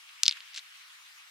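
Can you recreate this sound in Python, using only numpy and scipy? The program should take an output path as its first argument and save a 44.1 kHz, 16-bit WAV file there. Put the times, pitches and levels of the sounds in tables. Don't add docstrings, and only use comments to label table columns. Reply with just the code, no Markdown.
import sys
import numpy as np
from scipy import signal
from scipy.fft import rfft, irfft, next_fast_len
from scipy.io import wavfile
from scipy.ndimage import uniform_filter1d, map_coordinates

SR = 44100
rng = np.random.default_rng(int(sys.argv[2]) if len(sys.argv) > 2 else 0)


def unload_audio(sound):
    columns = np.transpose(np.atleast_2d(sound))
    steps = np.round(np.clip(columns, -1, 1) * 32767)
    wavfile.write(sys.argv[1], SR, steps.astype(np.int16))


def invert_db(level):
    return 10 ** (np.asarray(level, dtype=float) / 20)


N = 57330


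def unit(x):
    return x / np.sqrt(np.mean(x ** 2) + 1e-20)


def along(points, hz):
    f, value = np.transpose(points)
    return np.interp(np.log(hz + 1), np.log(f + 1), value)


def over_time(points):
    s, db = np.transpose(points)
    return np.interp(np.arange(N) / SR, s, db)


def wobble(rate):
    knots = rng.standard_normal(int(N * rate / SR) + 4)
    return map_coordinates(knots, [np.arange(N) * rate / SR])


def filtered(x, response):
    m = next_fast_len(N + SR // 4)
    return irfft(rfft(x, m) * response(np.fft.rfftfreq(m, 1 / SR)), m)[..., :N]


def air():
    # (frequency [Hz], density [dB per Hz])
    air_colour = [(59, -81), (100, -47.5), (267, -48), (670, -22.5), (729, -18), (1140, -4.5), (2800, -1),
                  (15100, -21), (16500, -31.5)]
    # (frequency [Hz], correlation [0-1])
    likeness = [(100, .8), (500, 0.18), (2000, .4), (5000, 0.12), (9000, 0.21)]
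    level_db, fade_db_per_s, lag_s = -53.5, -0.14, 0.00021

    z = signal.stft(rng.standard_normal((2, N)), nperseg=512)[2]
    patches = uniform_filter1d(rng.standard_normal(z.shape[1:]), 8, 0)
    patches = unit(uniform_filter1d(patches, 8, 1))
    pair = signal.istft(z * invert_db(1.8 * patches), nperseg=512)[1][:, :N]

    def mid_and_side(hz):
        turn = np.arccos(np.clip(along(likeness, hz), -1, 1)) / 2
        return invert_db(along([(10, -70)] + air_colour, hz)) * [np.cos(turn), np.sin(turn)]

    mid, side = filtered(pair, mid_and_side)
    early_late = np.array([[1], [-1]])
    wide = filtered(np.array([mid + side, mid - side]),
                    lambda hz: np.exp(1j * np.pi * hz * lag_s * early_late))
    return unit(wide) * invert_db(level_db + fade_db_per_s * np.arange(N) / SR + 0.35 * wobble(2.3))


def grass():
    # (time [s], level [dB])
    shuffle = [(0, -69), (0.089, -70), (0.129, -49), (0.201, -61), (.33, -48.5), (.45, -60), (0.528, -58),
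               (0.578, -43.5), (0.619, -59.5), (.9, -61), (1.3, -70.5)]
    # (frequency [Hz], density [dB per Hz])
    grass_colour = [(500, -44.5), (1200, -12.5), (2200, -2.5), (3200, -5), (5000, -14), (12000, -33)]
    grains_per_s, spread_db = 2500, 3

    hits = rng.random((3, N)) < grains_per_s / SR
    grains = hits * rng.standard_normal((3, N)) * invert_db(spread_db * rng.standard_normal((3, N)))
    bed = unit(grains[:2] + .8 * grains[2])
    bed = bed + 1.1 * rng.standard_normal((2, N))
    edges = [(50, -90)] + grass_colour + [(20000, -62)]
    brushed = unit(filtered(bed, lambda hz: invert_db(along(edges, hz))))
    return brushed * invert_db(over_time(shuffle) + 3.0 * wobble(40))


def surroundings(x):
    # (frequency [Hz], decay by 60 dB [s])
    shrubs = [(1000, .13), (3000, .11), (5000, .07), (12000, .03)]
    shrubs_db = -21
    ground_s, ground_db, ground_hz = .0037, -22, 7000

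    def soil(hz):
        delay = np.exp(-2j * np.pi * hz * ground_s)
        return invert_db(ground_db) * delay / (1 + 1j * hz / ground_hz) ** 2

    hz, t, z = signal.stft(rng.standard_normal((2, SR // 4)), SR, nperseg=128)
    tail = signal.istft(z * invert_db(-60 * t / along(shrubs, hz)[:, None]), SR, nperseg=128)[1]
    tail = tail / np.linalg.norm(tail[0])
    scatter = signal.fftconvolve(x, tail, axes=1)[:, :N]
    return filtered(x, soil) + invert_db(shrubs_db) * scatter


def clacks(rows, ring_db, crack_hz):
    # (frequency [Hz], level [dB], decay by 60 dB [s])
    horn_modes = [(560, -31, .025), (1300, -31, .022), (2700, -28, .018), (3900, -31, .02),
                  (5600, -30, .014), (7600, -34, .012)]
    ring_spread, ring_rise_s, crack_t60_s = .05, 0.00019, .003
    after_db, after_t60_s = -19, .014
    left_lag_s, left_rings = 2.3e-5, 1.1

    out, cracks, size = np.zeros((2, N + SR)), np.zeros((2, N + SR)), 2048
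    for s, db, hz, cycles, crack_db in rows:
        start = int(s * SR)
        span = slice(start, start + size)
        t = np.arange(size) / SR - (s - start / SR) - np.array([[left_lag_s], [0]])
        t = np.maximum(t, 0)

        u = t * hz / cycles / np.array([[left_rings], [1]])
        u = np.minimum(u, 1)
        touch = np.sin(np.pi * u ** 0.78) ** 1.37
        hum = invert_db(after_db - 60 * t / after_t60_s) * u
        knock = (touch + hum) * np.sin(2 * np.pi * hz * t)

        ring = np.zeros((2, size))
        for f, level, t60 in horn_modes:
            a, b, c = rng.standard_normal(3)
            phase = 2 * np.pi * f * (1 + ring_spread * b) * t + c * np.array([[.5], [-.5]])
            ring += invert_db(level + 2.1 * a - 60 * t / t60) * np.sin(phase)
        ring *= 1 - np.exp(-t / ring_rise_s)
        out[:, span] += invert_db(db) * (knock + invert_db(ring_db) * ring)

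        noise = rng.standard_normal((3, size))
        burst = (t > 0) * (noise[2] + .5 * noise[:2])
        cracks[:, span] += invert_db(db + crack_db - 60 * t / crack_t60_s) * burst

    def dull(f):
        return 1 / (1 + 1.5j * f / crack_hz - (f / crack_hz) ** 2) ** 2

    return out[:, :N] + filtered(cracks[:, :N], dull)


def snaps():
    # (time [s], peak [dB], pitch [Hz], contact [cycles], crack [dB])
    stems = [
        (.0755, -46, 2800, 3, -20),
        (.0914, -39, 4000, 2, -10),
        (.0925, -41, 2800, 2.5, -10),
        (.0935, -37, 2200, 2.5, -14),
        (.4760, -46, 3000, 2, -10),
        (1.0678, -41, 2700, 2, -14),
    ]
    return clacks(stems, ring_db=-5, crack_hz=6000)


def grind():
    # (time [s], level [dB])
    pressure = [(.232, -91), (.238, -49.5), (.27, -50), (.29, -50), (.335, -56), (.36, -90), (.53, -90),
                (0.544, -54.5), (0.579, -41), (.597, -53), (.615, -88)]
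    # (frequency [Hz], density [dB per Hz])
    grit_colour = [(800, -35), (2000, -5), (4500, -3.5), (7500, -8), (10000, -19), (14000, -54)]
    grains_per_s = 1800

    grit = (rng.random((3, N)) < grains_per_s / SR) * rng.standard_normal((3, N))
    pair = grit[2] + .5 * grit[:2]
    rubbed = unit(filtered(pair, lambda hz: invert_db(along(grit_colour, hz))))
    return rubbed * invert_db(over_time(pressure))


def scrape():
    # (time [s], peak [dB], pitch [Hz], contact [cycles], crack [dB])
    touches = [(.5352, -38, 4500, 2, -6), (.5444, -30, 4500, 1.5, -2), (.5450, -36, 2800, 2, -10),
               (.5495, -30, 3900, 5, -9), (.5618, -25, 4600, 2.2, -4), (.5628, -30, 3000, 4, -14),
               (.5695, -34, 4500, 2.5, -6), (.5710, -35, 3500, 2, -8), (.5748, -31, 3500, 2.5, -10),
               (.5756, -24, 4500, 2.4, -10), (.5772, -27, 3000, 1.6, -8), (.5778, -31, 1800, 5, -14),
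               (.5805, -34, 4000, 3.5, -8), (.5822, -31, 6100, 7, -10), (.5836, -29, 3500, 3, -10),
               (.5850, -35, 2500, 3, -10), (.5920, -30, 3900, 6, -14)]
    return clacks(touches, ring_db=12, crack_hz=7600)


def clash():
    # (time [s], peak [dB], pitch [Hz], contact [cycles], crack [dB])
    blows = [(.23372, -2.5, 5300, 2.9, -15), (.23378, -9, 3500, 2.5, -30), (.23425, -7.5, 7200, 1.8, -5),
             (.2488, -31, 4500, 3, -20), (.25627, -10.5, 4400, 2.4, -20), (.26372, -5, 4400, 2.4, -20),
             (.2733, -36, 4500, 3, -14), (.28042, -2, 5400, 1.9, -16), (.2807, -1, 4000, 3.2, -26),
             (.2813, -10, 5000, 2.5, -24), (.28165, -8, 3200, 2.1, -26), (.2843, -20, 4800, 4, -30),
             (.29275, -11.5, 4800, 6.5, -24), (.2932, -27, 2300, 9, -30), (.2990, -25, 4500, 3.5, -24),
             (.31155, -13, 3700, 2.7, -18), (.3249, -19.5, 3700, 2.7, -20), (.3315, -38, 2900, 7, -24),
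             (.3370, -40, 3600, 6, -24), (.3550, -41, 2600, 2.5, -20), (.3690, -34, 1500, 4, -14),
             (.4054, -25, 3100, 1.3, -24), (.4085, -39, 4000, 4, -16)]
    return clacks(blows, ring_db=2.0, crack_hz=10800)


def scene():
    air_left_db, horns_left_db, cut_hz = 1.3, .8, 1200
    lean = np.array([[.5], [-.5]])
    horns = (clash() + scrape() + grind()) * invert_db(horns_left_db * lean)
    near = horns + surroundings(horns) + snaps()
    near = filtered(near, lambda hz: (1j * hz / (1j * hz + cut_hz)) ** 4)
    return near + (air() + grass()) * invert_db(air_left_db * lean)


def top_cut(x):
    return signal.sosfilt(signal.butter(12, 16820, fs=SR, output="sos"), x)


def record(dry):
    top_hz = 16300
    mix = filtered(dry, lambda hz: 1 / (1 + (hz / top_hz) ** 40))
    return top_cut(mix)


dry = scene()
out = record(dry)
unload_audio(out)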